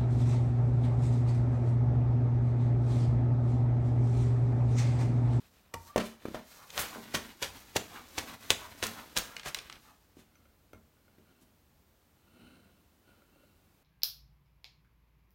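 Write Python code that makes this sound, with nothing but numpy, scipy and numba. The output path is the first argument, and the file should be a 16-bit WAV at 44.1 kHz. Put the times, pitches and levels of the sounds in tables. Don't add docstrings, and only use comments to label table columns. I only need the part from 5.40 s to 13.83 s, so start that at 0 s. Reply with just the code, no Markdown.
import sys
import numpy as np
from scipy import signal
from scipy.fft import rfft, irfft
from scipy.io import wavfile
from scipy.ndimage import uniform_filter1d
from numba import njit

SR = 44100
rng = np.random.default_rng(int(sys.argv[2]) if len(sys.argv) > 2 else 0)


def store_pcm(level_fs):
    pcm = np.round(np.clip(level_fs, -1, 1) * 32767).astype(np.int16)
    wavfile.write(sys.argv[1], SR, np.atleast_2d(pcm).T)


N = 371763
TIME = np.arange(N) / SR

# start_s, rub_db, hiss_db, swish_db
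STROKES = [(-.2, -68, -70, -83), (.25, -73.5, -81.5, -71), (.39, -65.5, -59.5, -64.5),
           (0.521, -65.5, -72, -64), (.81, -58, -63, -63), (1.04, -63.5, -59.5, -57),
           (1.291, -52, -53, -48), (1.65, -53.5, -57.5, -80), (1.96, -58.5, -58.5, -80),
           (2.282, -55.5, -58, -49.5), (2.67, -53, -55.5, -51.5), (2.99, -52.5, -55, -50),
           (3.33, -53, -55.5, -51.5), (3.69, -52.5, -56.5, -54.5), (4.0, -56, -63.5, -93),
           (4.37, -65.5, -65.5, -64)]
LIFT_S = 4.53

# knock_s, crackle_rms_db, crackle_decay_s, knock_db, contact_pitch_hz, board_ring_db, deep_thud_db
SHOVES = [(1.743, -26.5, 0.014, -27, 500, -31, -34.5), (2.021, -32, 0.025, -30, 445, -44, -37.5),
          (2.3603, -24.5, 0.0086, -16, 620, -32, -44), (2.7798, -28, 0.0098, -29, 470, -47, -52),
          (3.1048, -25.5, .011, -18, 471.7, -45, -39.5), (3.429, -31, 0.025, -27.5, 427, -57, -61),
          (3.7654, -27, 0.017, -29, 703, -50, -64)]


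def undb(db):
    return 10 ** (np.asarray(db) / 20)


def unit(x):
    return x / np.sqrt(np.mean(x ** 2))


def add(track, s, sound):
    i = max(int(s * SR), 0)
    track[i:i + len(sound)] += sound[:max(N - i, 0)]


def through(x, response):
    return signal.fftconvolve(x, response)[:len(x)]


def colour(points, tilt_db=0, size=2048):
    hz, db = np.transpose(points)
    octave = np.log2(np.maximum(np.fft.rfftfreq(size, 1 / SR), 10))
    level_db = np.interp(octave, np.log2(hz), db) + tilt_db * np.maximum(octave - 10, -1)
    cepstrum = irfft(np.log(undb(level_db)))
    cepstrum[1:size // 2] *= 2
    cepstrum[size // 2 + 1:] = 0
    response = irfft(np.exp(rfft(cepstrum)))
    return response / np.linalg.norm(response)


def ring(modes, stretch=1):
    t = TIME[:SR // 2]
    y = np.zeros(len(t))
    for hz, t60, db in modes:
        y += undb(db) * np.sin(2 * np.pi * hz * stretch * t) * np.exp(-np.log(1000) * t / t60)
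    return y / np.abs(y).max()


@njit
def resonate(x, hz, width):
    y, band, low = np.empty(len(x)), 0., 0.
    for i in range(len(x)):
        g = np.tan(np.pi * hz[i] / SR)
        damping = width / hz[i]
        v = (band + g * (x[i] - low)) / (1 + g * (g + damping))
        band = 2 * v - band
        low = low + 2 * g * v
        y[i] = damping * v
    return y


def walk(rate):
    k = int(SR / rate)
    steps = np.repeat(rng.standard_normal(N // k + 1), k)
    return unit(uniform_filter1d(steps, k)[:N])


def slips(per_s, spread_db):
    sizes = undb(spread_db * np.minimum(rng.exponential(size=N), 4))
    happens = rng.random(N) < per_s / SR
    return unit(happens * sizes * rng.standard_normal(N))


def swell(t, rise, decay):
    return np.exp(np.minimum(t / rise, -t / decay))


def air():
    # hz, density_db
    air_colour = [(25, -5.5), (60, 0.5), (92, 0.5), (120, -6), (220, -6.5), (330, -11.5), (500, -14.5),
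                  (900, -17), (1250, -18.5), (1440, -21), (1700, -21.5), (4500, -26), (10400, -30),
                  (13000, -25.5)]
    level_db = -66.5
    return undb(level_db) * unit(through(rng.standard_normal(N), colour(air_colour, size=8192)))


def turns():
    return np.array([row[0] for row in STROKES] + [LIFT_S])


def sliding(turn_share=0.47, skew=.9, lift_fade_s=0.15, blend_s=.03):
    edges = turns()
    progress = np.interp(TIME, edges, np.arange(len(edges)))
    stroke = np.minimum(progress.astype(int), len(STROKES) - 1)
    arch = np.abs(np.sin(np.pi * (progress - stroke) ** skew))
    lift = np.exp(-np.maximum(TIME - LIFT_S, 0) / lift_fade_s)
    speed = (turn_share + (1 - turn_share) * arch) * lift
    _, rub_db, hiss_db, _ = np.transpose(STROKES)
    return [speed * uniform_filter1d(undb(db)[stroke], int(blend_s * SR)) for db in (rub_db, hiss_db)]


def cloth(uneven_db=3.3, judder_db=-9, judder_hz=260, judder_spread_db=3):
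    # hz, level_db
    rub_colour = [(60, 2.5), (150, -1.5), (240, 5), (380, -6), (700, -3.5), (1500, -2.5), (2500, -4.5),
                  (4000, -7), (6000, -24), (12000, -32.5)]
    hiss_colour = [(1500, -33.5), (4000, 2), (6000, 2.5), (8000, -0.5), (10400, -3), (13000, 0.5),
                   (16000, -3.5)]
    rub_gain, hiss_gain = sliding()
    grip = undb(uneven_db * walk(45))
    rub = through(slips(per_s=6300, spread_db=3.0) * grip, colour(rub_colour))
    catches = slips(per_s=720, spread_db=5) * undb(judder_spread_db * walk(17))
    judder = unit(resonate(catches, np.full(N, float(judder_hz)), judder_hz / 2))
    hiss = through(slips(per_s=18000, spread_db=3) * np.sqrt(grip), colour(hiss_colour))
    return rub_gain * (rub + undb(judder_db) * judder) + hiss_gain * hiss


def swishing(place=.73, half_s=.047, top_hz=1130, width_hz=650, bend=0.48):
    out, weave, edges = np.zeros(N), slips(per_s=8000, spread_db=2), turns()
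    crests = edges[:-1] + place * np.diff(edges)
    for s, (*_, db) in zip(crests, STROKES):
        span = slice(max(int((s - .2) * SR), 0), int((s + .2) * SR))
        speed = np.exp(-((TIME[span] - s) / half_s) ** 2)
        centre = top_hz * (1 + bend * (speed - 1))
        narrow = resonate(weave[span], centre, float(width_hz))
        band = resonate(narrow, centre, 2. * width_hz)
        add(out, TIME[span][0], undb(db) * speed * unit(band))
    return out


def peeling(lag_s=0.0039, rise_s=0.0044, shove_tilt_db=1.07):
    # crest_s, rms_db, rise_s, decay_s, tilt_db_per_octave
    peels = [(.34, -33.5, 0.00061, 0.0036, 1), (0.58, -32, 0.0044, 0.0076, -1.5),
             (.602, -34, 0.0035, 0.016, -2), (0.66, -48.5, .029, 0.038, 2.5),
             (.946, -38, 0.0026, .017, -3.5), (1.392, -32, 0.019, 0.042, 0), (1.404, -32.5, 0.018, 0.02, 9),
             (4.061, -38, 0.0054, 0.012, -.5), (4.083, -38.5, 0.018, 0.014, 1.5),
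             (4.17, -45, 0.009, .017, 0.5), (4.8, -61.5, 0.027, 0.026, 2),
             (6.024, -64.5, 0.013, 0.013, 5.5)]
    # hz, level_db
    paper_colour = [(60, 4), (250, -7.5), (500, 3.5), (900, 0.5), (1800, 1), (3300, -2.5), (4900, -6.5),
                    (6200, -7.5), (8000, -10.5), (10400, -14), (13000, -16), (16000, -22)]
    out, threads = np.zeros(N), slips(per_s=14000, spread_db=1.5)
    shoved = [(s + lag_s, db, rise_s, decay, shove_tilt_db) for s, db, decay, *_ in SHOVES]
    for s, db, rise, decay, tilt_db in shoved + list(peels):
        span = slice(max(int((s - .15) * SR), 0), int((s + .35) * SR))
        pulled = threads[span] * swell(TIME[span] - s, rise, decay)
        add(out, TIME[span][0], undb(db) * through(pulled, colour(paper_colour, tilt_db)))
    return out


def blows(count=3, rebound_db=-8, rebound_ring_db=-16, rebound_pitch=0.79):
    # first_s, level_db, contact_pitch_hz, board_ring_db, deep_thud_db, rebound_gap_s
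    knocks = [(0.342, -30, 510, -59, -37, 0.0082), (.56, -10.5, 506, -17, -56.5, 0.02),
              (0.8539, -23, 370, -36, -49, 0.03), (.9455, -23, 600, -37, -62, .008),
              (1.559, -34, 543, -31, -68.5, 0.036), (4.769, -43.5, 280, -45.5, -56, 0.012),
              (5.334, -42, 545, -45, -44.5, 0.021), (5.783, -49, 252, -50, -78, 0.032),
              (6.019, -52.5, 258, -59, -71, .015), (7.018, -56, 259.4, -72, -48, 0.037)]
    weight_lag_s, weight_db, weight_hz = 0.0014, -10, 205
    out = []
    for s, _, _, db, hz, ring_db, thud_db in SHOVES:
        out.append((s, db, hz, ring_db, -np.inf))
        out.append((s + weight_lag_s, db + weight_db, weight_hz, -np.inf, thud_db))
    for s, db, hz, ring_db, thud_db, gap in knocks:
        for k in range(count):
            ring_loss = k * rebound_ring_db
            out.append((s + k * gap, db + k * rebound_db, hz * rebound_pitch ** k,
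                        ring_db + ring_loss, thud_db + ring_loss))
    return out


def knocking(cycles=0.29, grit=0.12, scuff_s=0.0079, detune=0.014, spread_s=0.0057):
    # hz, t60_s, relative_db
    board_modes = [(190, 0.26, -0.5), (226, 0.31, 3.5), (252.5, 0.21, -1.5), (307, .14, -8.5),
                   (382, 0.25, -3), (396.3, 0.19, -3), (460, .16, 0.5), (632, 0.22, -2), (750, .25, -13.5),
                   (927, 0.21, -7), (1030, .2, -3), (1130, 0.17, -5.5), (1450, 0.034, 3.5), (2260, .08, -6)]
    # hz, t60_s, relative_db
    support_modes = [(59, 0.47, -1), (76, .09, -1), (88, 0.42, 1), (120, 0.037, -5.5), (150, 0.25, -3)]
    out, t = np.zeros(N), TIME[:SR // 2]
    thud = ring(support_modes)
    crunch = colour([(300, -9.5), (1200, 3.0), (2300, -8.0), (3500, -15.0), (12000, -23)])
    spread = 1 - np.exp(-t / spread_s)
    for s, db, hz, ring_db, thud_db in blows():
        age = t * hz / cycles
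        blow = -age * np.exp(1 - age) * np.sin(2 * np.pi * hz * t)
        scuff = grit * np.exp(-t / scuff_s) * through(rng.standard_normal(len(t)), crunch)
        tuning = 1 + detune * rng.standard_normal()
        stirred = [(f, t60, level - 10 * np.log10(1 + (f / hz / 2) ** 4)) for f, t60, level in board_modes]
        board = ring(stirred, tuning)
        ringing = spread * (undb(ring_db) * board + undb(thud_db) * thud)
        add(out, s, undb(db) * (blow + scuff) + ringing)
    return out


def snapping(flutter=0.068, flutter_s=0.0028):
    # start_s, level_db, tilt_db_per_octave
    snaps = [(0.344, -27.5, 7), (0.563, -26, 3.5), (0.58, -18.5, 4), (1.378, -12, -2), (1.7523, -13.5, -1),
             (2.0268, -15.5, 0.5), (2.032, -17.5, -2), (2.3655, -13.5, 3), (2.3702, -16.5, 0.5),
             (2.7815, -16.5, 0), (2.7856, -18.5, 2), (3.1047, 0.5, 2), (3.4274, -13.5, -2.5),
             (3.439, -14, 2), (3.468, -15.5, 11.5), (3.767, -13, 2.5), (3.7747, -5.5, 4.5),
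             (3.786, -8, 13.5), (4.1464, -13.5, 5.5), (5.333, -38, 17)]
    # hz, level_db
    snap_colour = [(100, -17), (500, -1.5), (1800, 0), (3300, 8), (4800, 0.5), (6200, 2.5), (8000, -6.5),
                   (11000, -15), (16000, -17.5)]
    out, t = np.zeros(N), TIME[:2048]
    for s, db, tilt_db in snaps:
        crack = colour(snap_colour, tilt_db)
        kick = (t == 0) + flutter * rng.standard_normal(len(t)) * np.exp(-t / flutter_s)
        add(out, s, -undb(db) * through(kick, crack / np.abs(crack).max()))
    return out


def squeaking(wobble=0.0048):
    # crest_s, peak_db, mean_pitch_hz, half_length_s
    squeaks = [(0.347, -40, 1130, 0.0047), (0.369, -37.5, 922, 0.023), (0.507, -48.5, 1160, 0.011)]
    wavering_time = np.cumsum(1 + wobble * walk(78.6)) / SR
    out = np.zeros(N)
    for s, db, hz, half_s in squeaks:
        bell = np.exp(-((TIME - s) / half_s) ** 2)
        out += undb(db) * bell * np.sin(2 * np.pi * hz * wavering_time)
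    return out


def ticking(give_s=0.0016, width_hz=2400, lead=0.56, top_hz=8000):
    # start_s, peak_db, settling_pitch_hz
    ticks = [(1.303, -35.5, 3480), (3.9655, -26.5, 2255), (3.996, -32, 2500), (4.032, -36.5, 2200),
             (4.1463, -20.5, 2550), (4.187, -30, 3100), (4.298, -32, 1910), (4.3254, -33.5, 2300),
             (4.355, -46, 2580)]
    out, t = np.zeros(N), TIME[:SR // 20]
    damping = signal.butter(2, top_hz, fs=SR, output="sos")
    for s, db, hz in ticks:
        burst = rng.standard_normal(len(t)) * np.sqrt(t) * np.exp(-t / give_s)
        stutter = signal.sosfilt(damping, burst)
        falling_hz = hz * (1 + lead * np.exp(-2 * t / give_s))
        tick = resonate(stutter, falling_hz, float(width_hz))
        add(out, s, undb(db) * tick / np.abs(tick).max())
    return out


def knife(uneven_db=1.5, touch_s=0.00011):
    # crest_s, level_db, rise_s, decay_s
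    pulls = [(4.961, -71.5, .1, .15), (5.9, -70, 0.28, 0.18), (7.07, -57.5, .12, 0.15),
             (7.69, -65, 0.025, 0.067), (8.0, -69, 0.16, 0.28)]
    # hz, width_hz, relative_db
    cut_modes = [(229.6, 101, 12), (348, 185, 8), (560, 180, 2.5), (1438, 96, 3.5), (2240, 260, -7),
                 (2714, 66, 0), (2990, 110, -3), (4140, 360, -6.5), (9200, 1500, -16)]
    # start_s, peak_db
    clacks = [(4.955, -53), (5.055, -53), (5.3327, -40), (5.347, -49), (5.569, -60), (5.681, -55),
              (5.782, -65), (5.873, -59), (7.68, -60), (7.82, -56.5), (7.96, -60), (8.035, -54.5)]
    # hz, t60_s, relative_db
    clack_modes = [(577, 0.041, 2), (1372, 0.05, -4), (1452, 0.026, 0), (2140, 0.032, -2.5),
                   (2400, 0.02, -8), (2660, 0.038, -16), (3200, 0.041, -18), (6000, 0.025, -11.5)]
    pull = sum(undb(db) * swell(TIME - s, rise, decay) for s, db, rise, decay in pulls)
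    jerks = slips(per_s=5800, spread_db=2.5) * undb(uneven_db * walk(30))
    body = np.zeros(N)
    for k, (hz, width, db) in enumerate(cut_modes):
        sign = (-1) ** k
        body += sign * undb(db) * resonate(jerks, np.full(N, float(hz)), float(width))
    out, t = pull * unit(body), TIME[:SR // 10]
    for s, db in clacks:
        touch = rng.standard_normal(len(t)) * np.exp(-t / touch_s)
        clack = through(touch, ring(clack_modes))
        add(out, s, undb(db) * clack / np.abs(clack).max())
    return out


def reflections(low_t60=0.31, high_t60=0.29, wet_db=-8, near_db=-9, near_s=0.0025):
    t = TIME[:SR // 2]
    near, far = rng.standard_normal((2, len(t)))
    low = signal.sosfilt(signal.butter(2, 2500, fs=SR, output="sos"), far)
    low_tail = low * np.exp(-np.log(1000) * t / low_t60)
    high_tail = 0.82 * (far - low) * np.exp(-np.log(1000) * t / high_t60)
    tail = (low_tail + high_tail) * (t > .008)
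    early = near * np.exp(-t / near_s) * (t > .0015)
    return (undb(wet_db) * unit(tail) + undb(near_db) * unit(early)) / np.sqrt(len(t))


def room(x):
    out, hop = x.copy(), SR // 4
    for i in range(0, N, hop):
        piece = x[i:i + 2 * hop]
        faded = piece * np.hanning(2 * hop)[:len(piece)]
        add(out, i / SR, signal.fftconvolve(faded, reflections()))
    return out


def scene():
    work = peeling() + snapping() + ticking() + knocking() + squeaking() + swishing() + cloth() + knife()
    return (room(work) + air())[None]


def record(dry):
    top_hz = 15950
    heard = signal.sosfilt(signal.butter(2, 36, "high", fs=SR, output="sos"), dry)
    clipped = np.clip(heard, -1, 1)
    return signal.sosfilt(signal.ellip(10, .1, 70, top_hz, fs=SR, output="sos"), clipped)


dry = scene()
out = record(dry)
store_pcm(out)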